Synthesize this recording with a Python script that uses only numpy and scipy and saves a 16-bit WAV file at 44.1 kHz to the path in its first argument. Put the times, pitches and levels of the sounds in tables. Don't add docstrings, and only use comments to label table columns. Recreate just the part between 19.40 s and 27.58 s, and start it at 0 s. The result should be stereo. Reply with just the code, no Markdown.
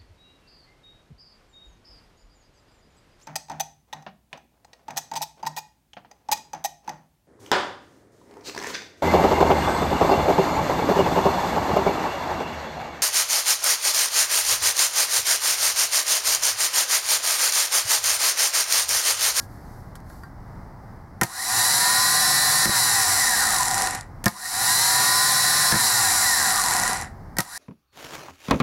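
import sys
import numpy as np
from scipy import signal
from scipy.fft import rfft, irfft, next_fast_len
from scipy.io import wavfile
from scipy.ndimage import uniform_filter1d

SR = 44100
rng = np.random.default_rng(int(sys.argv[2]) if len(sys.argv) > 2 else 0)


def master_out(mix):
    frames = np.transpose(np.atleast_2d(mix))
    ceiling = np.clip(frames, -1, 1)
    pcm = np.round(ceiling * 32767).astype(np.int16)
    wavfile.write(sys.argv[1], SR, pcm)


N = 360738
TIME = np.arange(N) / SR

# current on t/s, current off t/s, free speed/(turns/s), high bar under a brush t/s
MOTOR_RUNS = [(1.827, 3.2525, 153.2, 4.473), (4.880, 6.322, 150.7, 7.4784), (8.004, 9.4, 148, 8.1)]
# f/Hz, level/dB
STEREO_WIDTH = [(100, -26), (400, -20), (900, -17), (2000, -28), (4000, -14), (8000, -12), (13000, -6.5)]


def amp(db):
    return 10 ** (np.asarray(db) / 20)


def curve_at(points, hz):
    f, value = np.transpose(points)
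    return np.interp(np.log(hz + 1), np.log(f + 1), value)


def add(mix, start_s, sound):
    part = mix[..., round(start_s * SR):][..., :sound.shape[-1]]
    part += sound[..., :part.shape[-1]]


def wander(n, hz):
    size = next_fast_len(n)
    f = np.fft.rfftfreq(size, 1 / SR)
    spectrum = rfft(rng.standard_normal(n), size) / (1 + (f / hz) ** 4)
    return unit_rms(irfft(spectrum, size)[:n])


def unit_rms(x):
    return x / np.sqrt(np.mean(x ** 2) + 1e-20)


def levelled(x, size=5000):
    return x / np.sqrt(abs(uniform_filter1d(x ** 2, size)) + 1e-12)


def band(x, hz, kind):
    return signal.sosfiltfilt(signal.butter(4, hz, kind, fs=SR, output="sos"), x)


def colour(x, spectrum, resonances=(), size=4096):
    f = abs(np.fft.fftfreq(size, 1 / SR))
    peaks_db = sum(lift / (1 + (2 * (f - hz) / width) ** 2) for hz, width, lift in resonances)
    log_gain = np.log(amp(curve_at(spectrum, f) + peaks_db))
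    response = np.fft.ifft(np.exp(np.conj(signal.hilbert(log_gain)))).real
    return signal.oaconvolve(x, response[:size // 2])[:len(x)]


def room_tone(level_db=-41, left_db=1.59, swell_db=-0.96, width=.11):
    # f/Hz, level/dB
    rumble = [(15, -29), (28, 0), (60, -6), (92, -2), (190, -10), (300, -17), (480, -23), (820, -17.5),
              (1300, -25.5), (2050, -31.5), (2500, -49), (3300, -53), (5000, -43), (7000, -52),
              (16000, -53)]
    mid, side = (unit_rms(colour(rng.standard_normal(N), rumble, size=16384)) for _ in range(2))
    level = amp(level_db + swell_db * wander(N, 2.7))
    return level * np.array([(mid + width * side) * amp(left_db), (mid - width * side) * amp(-left_db)])


def room_reverb(x, wet_db=-21):
    # f/Hz, t60/s
    decay_times = [(100, 0.21), (1000, 0.24), (4000, 0.033), (15000, 0.0467)]
    echoes = rng.choice([-1., 1.], (2, SR // 2)) * (rng.random((2, SR // 2)) < .1)
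    hz, t, bands = signal.stft(echoes, SR, nperseg=256)
    decay = amp(-60 * t / curve_at(decay_times, hz)[:, None])
    tail = signal.istft(bands * decay, SR, nperseg=256)[1]
    return amp(wet_db) * signal.oaconvolve(x[None], tail / np.linalg.norm(tail[0]), axes=1)[:, :N]


def near_reflections(x, size=300):
    taps = rng.standard_normal(size) * np.linspace(1, 0, size)
    side = colour(signal.oaconvolve(x, taps / np.linalg.norm(taps))[:N], STEREO_WIDTH)
    return np.array([x + side, x - side])


def sleeve(grain_db=0.5):
    # centre t/s, length/s, level/dB
    strokes = [(.02, 0.065, -50.5), (0.126, 0.138, -63.5), (0.333, 0.31, -61.5), (0.728, 0.14, -59),
               (0.835, 0.13, -65.5)]
    # f/Hz, level/dB
    cloth = [(1000, -12), (3200, -12), (4400, 2), (6000, 0), (8500, -3), (12000, 1), (16000, -8)]
    level = sum(amp(db) * np.exp(-(2 * (TIME - s) / length) ** 2) for s, length, db in strokes)
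    rustle = unit_rms(colour(rng.standard_normal(N), cloth))
    return rustle * level * amp(grain_db * wander(N, 120))


def ring(modes, rise_s=0.00012, detune=0.036):
    t = np.arange(SR // 4) / SR
    out = np.zeros(len(t))
    for hz, db, t60 in modes:
        pitch = hz * (1 + detune * rng.standard_normal())
        out += amp(db - 60 * t / t60) * np.sin(2 * np.pi * (pitch * t + rng.random()))
    return out * (1 - np.exp(-t / rise_s))


def crack(hold_s=0.004, rattle_db=-12, rattle_t60=0.14):
    # f/Hz, level/dB
    steel = [(100, -9.5), (900, 3.5), (2000, 2), (3000, -3), (4500, 4.5), (8000, 2), (12000, 3),
             (16000, -10)]
    t = np.arange(SR // 4) / SR
    envelope = np.exp(-(t / hold_s) ** 4) + amp(rattle_db - 60 * t / rattle_t60)
    return colour(envelope * rng.standard_normal(len(t)), steel)


def jumper_lead():
    # t/s, tick level/dB, ring level/dB
    touches = [(0, -60, -39), (0.5544, -44.5, -48), (0.561, -51.5, -61), (.602, -59, -55),
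               (0.699, -54, -48), (0.8346, -57, -39.5)]
    # f/Hz, level/dB, t60/s
    clamp = [(1075, 0.5, 0.054), (1385, 1.5, 0.058), (1595, -5.5, 0.25), (1950, -1, 0.05),
             (4500, -13, 0.092), (4640, -16, 0.06)]
    out = np.zeros(N)
    for s, tick_db, ring_db in touches:
        add(out, s, amp(tick_db) * crack() + amp(ring_db) * ring(clamp))
    return out


def solenoid():
    # t/s, crack level/dB, ring level/dB, thud level/dB
    blows = [(1.8128, 2.5, 1.5, -8), (1.818, -11, 5.5, 1.5), (1.833, 2, -2, -5.5), (3.2551, -7, -8, -10),
             (3.2720, -27, -16, -13.5), (3.292, -26, -20, -11.5), (4.8410, -28, -34, -36),
             (4.8579, 4.5, -7, 1), (4.864, -2.5, 9.5, 6), (4.88, 0.5, -5, -9), (6.322, -11, -4, -9),
             (6.338, -24.5, -9.5, -9.5), (6.355, -30, -8, -11), (7.9681, -35, -28.5, -36), (7.985, 6, 2, 4),
             (7.9921, -4, 3, -26.5), (8.004, 2, -4, -8)]
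    # f/Hz, level/dB, t60/s
    housing = [(717, -4.5, 0.065), (811, -13, 0.11), (986, -6, 0.078), (1275, -13, 0.13), (1413, -8, 0.047),
               (1570, -6, 0.063), (1847, 2, 0.048), (2150, -14, 0.1)]
    # f/Hz, level/dB, t60/s
    bench = [(104.7, -1.5, 0.064), (130, 0.5, 0.089), (187.7, 5.5, 0.063), (257, -25, 0.035),
             (330.8, 0, 0.053), (436, -6, 0.024), (547, -4.5, 0.054)]
    out = np.zeros(N)
    for s, crack_db, ring_db, thud_db in blows:
        clack = amp(crack_db) * crack() + amp(ring_db) * ring(housing)
        add(out, s, clack + amp(thud_db) * ring(bench, rise_s=0.0017))
    return out


def shaft(on, off, free_speed, high_bar_at):
    spin_up_s, creep_s, creep_share = .19, .436, .23
    friction, drag_s = 98.4, 6.7
    driven, coasted = np.clip(TIME, on, off) - on, np.maximum(TIME - off, 0)
    shortfall = (1 - creep_share) * np.exp(-driven / spin_up_s) + creep_share * np.exp(-driven / creep_s)
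    speed = free_speed * (1 - shortfall)
    speed = np.maximum((speed + friction * drag_s) * np.exp(-coasted / drag_s) - friction * drag_s, 0)
    turns = np.cumsum(speed) / SR
    return speed, turns - np.interp(high_bar_at, TIME, turns)


def snap(length_s=0.001):
    t = np.arange(SR // 100) / SR
    return np.exp(-(t / length_s) ** 2) * rng.standard_normal(len(t))


def coasting_ticks(tick_db=-12.5, gentle_speed=26, skim_speed=70, skim_db=-6):
    # t/s, level/dB
    last_bars = [(4.509, -17), (4.549, -21), (4.555, -24), (4.61, -27), (7.572, -23), (7.603, -33),
                 (7.613, -23), (7.633, -31)]
    # f/Hz, level/dB
    snap_tone = [(300, -36), (1500, -22), (3000, -6), (4500, 2), (7000, 8), (9600, 5.5), (12500, -5),
                 (14500, -17), (16000, -24)]
    out = np.zeros(N)
    for on, off, free_speed, high_bar_at in MOTOR_RUNS:
        speed, turns = shaft(on, off, free_speed, high_bar_at)
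        new_turn = np.diff(np.floor(turns)) > 0
        for i in np.flatnonzero(new_turn & (TIME[1:] > off) & (speed[1:] > 10)):
            force = np.tanh(speed[i] / gentle_speed) * amp(tick_db + skim_db * (speed[i] / skim_speed) ** 2)
            add(out, TIME[i] - .0005, force * snap())
    for s, db in last_bars:
        add(out, s, amp(db) * snap())
    return colour(out, snap_tone)


def brushes(turns, speed, bar_db=-4, high_bar_db=10, uneven=0.46, skim_speed=95, bars=23):
    release_per_ms = 0.52
    place = turns * bars
    heights = amp(bar_db) * np.exp(uneven * rng.standard_normal(bars))
    heights[0] = amp(high_bar_db)
    since_edge_ms = 1000 * (place % 1) / (bars * np.maximum(speed, 1))
    catch = heights[np.floor(place).astype(int) % bars] * np.exp(-since_edge_ms * release_per_ms)
    grip = 1 + catch / (1 + (speed / skim_speed) ** 2)
    return unit_rms(grip * rng.standard_normal(len(turns)))


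def gears(turns, speed, mesh_db=13, fade_db=-14.5, strain_db=4, throb_db=-5, looseness=.8):
    mesh_order, planet_order = 22.8, 2.6
    n = len(turns)
    strain = np.clip(np.gradient(speed) * SR / 700, 0, 1)
    jitter = 1 + looseness * (wander(n, 26.7) + 1j * wander(n, 32))
    teeth = (jitter * np.exp(2j * np.pi * mesh_order * turns)).real
    throb = 1 + 2 * amp(throb_db) * wander(n, 12) * np.cos(2 * np.pi * planet_order * turns)
    level = amp(mesh_db + fade_db * (speed / 150) ** 2 + strain_db * strain)
    return level * teeth * unit_rms(throb)


def clutch(turns, speed, drone_db=1, overrun_db=3, wobble=0.627, order=.87):
    n, slowing = len(turns), np.gradient(speed) < 0
    jitter = 1 + wobble * (wander(n, 30) + 1j * wander(n, 37))
    drone = (jitter * np.exp(2j * np.pi * order * turns)).real
    return amp(drone_db + overrun_db * slowing) * drone


def armature(turns, speed, whine_db=4, fade_db=-6, hump_db=-4.5, sway_turns=.0013, flutter=.28):
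    # multiple of shaft speed, level/dB
    orders = [(1, 4), (3, 2.5), (4, 2.5), (7, 4.5), (8, 1), (9, 1.6), (10, 3), (11, -1), (12, 2.7),
              (13, 3.1), (15, 3.5), (16, -0.5), (17, 2.5), (18, -3), (19, -3.5), (20, -13.5), (21, -1),
              (22, 2.5), (23, 8.5), (24, -15), (25, 4.5), (27, 2.64), (28, 2), (29, 1), (30, -1.5), (31, 3),
              (32, -2.5), (33, 1.5), (34, -9), (35, -7), (36, 0.5), (37, 2), (38, -13), (39, -22),
              (40, -0.5), (41, -10), (44, -2), (45, -2.5), (47, -3), (49, -25.5)]
    n, order_db, order_limit = len(turns), dict(orders), 110
    angle = 2 * np.pi * (turns + sway_turns * wander(n, 39))
    knots = np.arange(0, n + 1500, 1500)
    whine = np.zeros(n)
    for k in range(1, order_limit):
        hump = amp(hump_db) * np.sin(np.pi * k / order_limit)
        height = amp(order_db[k]) if k in order_db else hump
        strength = np.interp(np.arange(n), knots, 1 + flutter * rng.standard_normal(len(knots)))
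        whine += height * strength * np.sin(k * angle + 2 * np.pi * rng.random())
    return amp(whine_db + fade_db * speed / 150) * whine


def motor(run, split_hz=2900, air_hz=10500, dull=0.91, dull_speed=45, sing_in_s=0.41, settle_s=0.032):
    # f/Hz, level/dB
    bearings = [(55, -7), (95, 6), (140, -3), (250, -6), (600, -4), (750, -2), (1050, 3), (1400, 0),
                (1850, 2), (2500, -5), (3300, -7), (4000, 4), (5500, 1), (12000, -2)]
    # f/Hz, width/Hz, lift/dB
    end_plate = [(1800, 50, 2), (4800, 50, 4), (5368, 50, 8)]
    # f/Hz, level/dB
    shell = [(40, -51.5), (110, -19.5), (200, -15), (450, -22), (620, -21), (750, -21.5), (2000, -16.5),
             (2400, -18.5), (3300, -22.5), (3800, -18), (8000, -19), (12000, -22), (14500, -26.5),
             (15800, -19)]
    # f/Hz, width/Hz, lift/dB
    casing = [(763, 149, 19), (996, 123, 13.5), (1175, 88, 8), (1441.3, 130, 10.5), (1645.3, 92, 7),
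              (1834.5, 76, 11), (1952, 184, 9.5), (4042.5, 490, 11), (4716, 360, 5.5), (5544, 1240, 10),
              (5970, 120, 6.5), (7080, 370, 7), (7740, 1670, 9.5), (9487, 800, 13), (11070, 1860, 15),
              (13120, 1014, 13), (13764, 339, -5)]
    # speed/(turns/s), whine level/dB, scrape level/dB
    loudness = [(0, -47, -55.5), (6.06, -34, -39), (19.76, -25, -25), (50, -24, -22), (82.7, -18.5, -15),
                (95, -20, -14), (114, -16, -12), (135.8, -15.5, -8), (141.4, -13, -10.5), (147.8, -16, -11)]
    # f/Hz, width/Hz, lift/dB
    brush_song = [(7530, 980, 2.5)]
    on, off = run[:2]
    speed, turns = shaft(*run)
    stop = TIME[speed > 1][-1]
    span = (TIME >= on) & (TIME < stop + .1)
    t, speed, turns = TIME[span], speed[span], turns[span]

    shaking = armature(turns, speed) + gears(turns, speed) + clutch(turns, speed)
    shaking *= 2 * np.sqrt(speed / SR)
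    whir = colour(brushes(turns, speed) + colour(shaking, bearings, end_plate), shell, casing)
    body, hiss = band(whir, split_hz, "low"), band(whir, split_hz, "high")
    coasting = np.clip((t - off) / sing_in_s, 0, 1)
    hiss = hiss + coasting * (colour(hiss, [(0, 0)], brush_song) - hiss)

    speeds, whine_db, scrape_db = np.transpose(loudness)
    settling = np.exp(-np.maximum(t - stop, 0) / settle_s)
    whine_gain = amp(np.interp(speed, speeds, whine_db)) * settling
    scrape_gain = amp(np.interp(speed, speeds, scrape_db)) * settling
    mid = levelled(body) * whine_gain + levelled(hiss) * scrape_gain
    far_brush = levelled(colour(brushes(turns, speed), shell, casing))
    side = colour(far_brush, STEREO_WIDTH) * scrape_gain
    stereo = np.array([mid + side, mid - side])
    stereo -= dull * np.exp(-speed / dull_speed) * band(stereo, air_hz, "high")
    edge_fades = signal.windows.tukey(len(t), 0.0062 / (t[-1] - t[0]))
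    return t[0], stereo * edge_fades


def scene():
    starter = near_reflections(solenoid() + jumper_lead() + sleeve() + coasting_ticks())
    for run in MOTOR_RUNS:
        add(starter, *motor(run))
    return starter + room_reverb(starter.mean(0)) + room_tone()


def record(dry):
    threshold_db, ratio, recovery_db_per_s = -19, 14, 36.5
    sense_above_hz, cutoff_hz = 1700, 15900
    sidechain = signal.lfilter(*signal.butter(1, sense_above_hz, "high", fs=SR), dry)
    power_db = 10 * np.log10(abs(uniform_filter1d((sidechain ** 2).mean(0), size=150)) + 1e-12)
    recovery_db = recovery_db_per_s * TIME
    held_db = np.maximum.accumulate(power_db + recovery_db) - recovery_db
    over_db = np.maximum(held_db - threshold_db, 0)
    ducked = dry * amp(-(1 - 1 / ratio) * uniform_filter1d(over_db, size=60))
    low_pass = signal.firwin(511, cutoff_hz, window=("kaiser", 9), fs=SR)
    return signal.oaconvolve(ducked, low_pass[None], "same")


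dry = scene()
out = record(dry)
master_out(out)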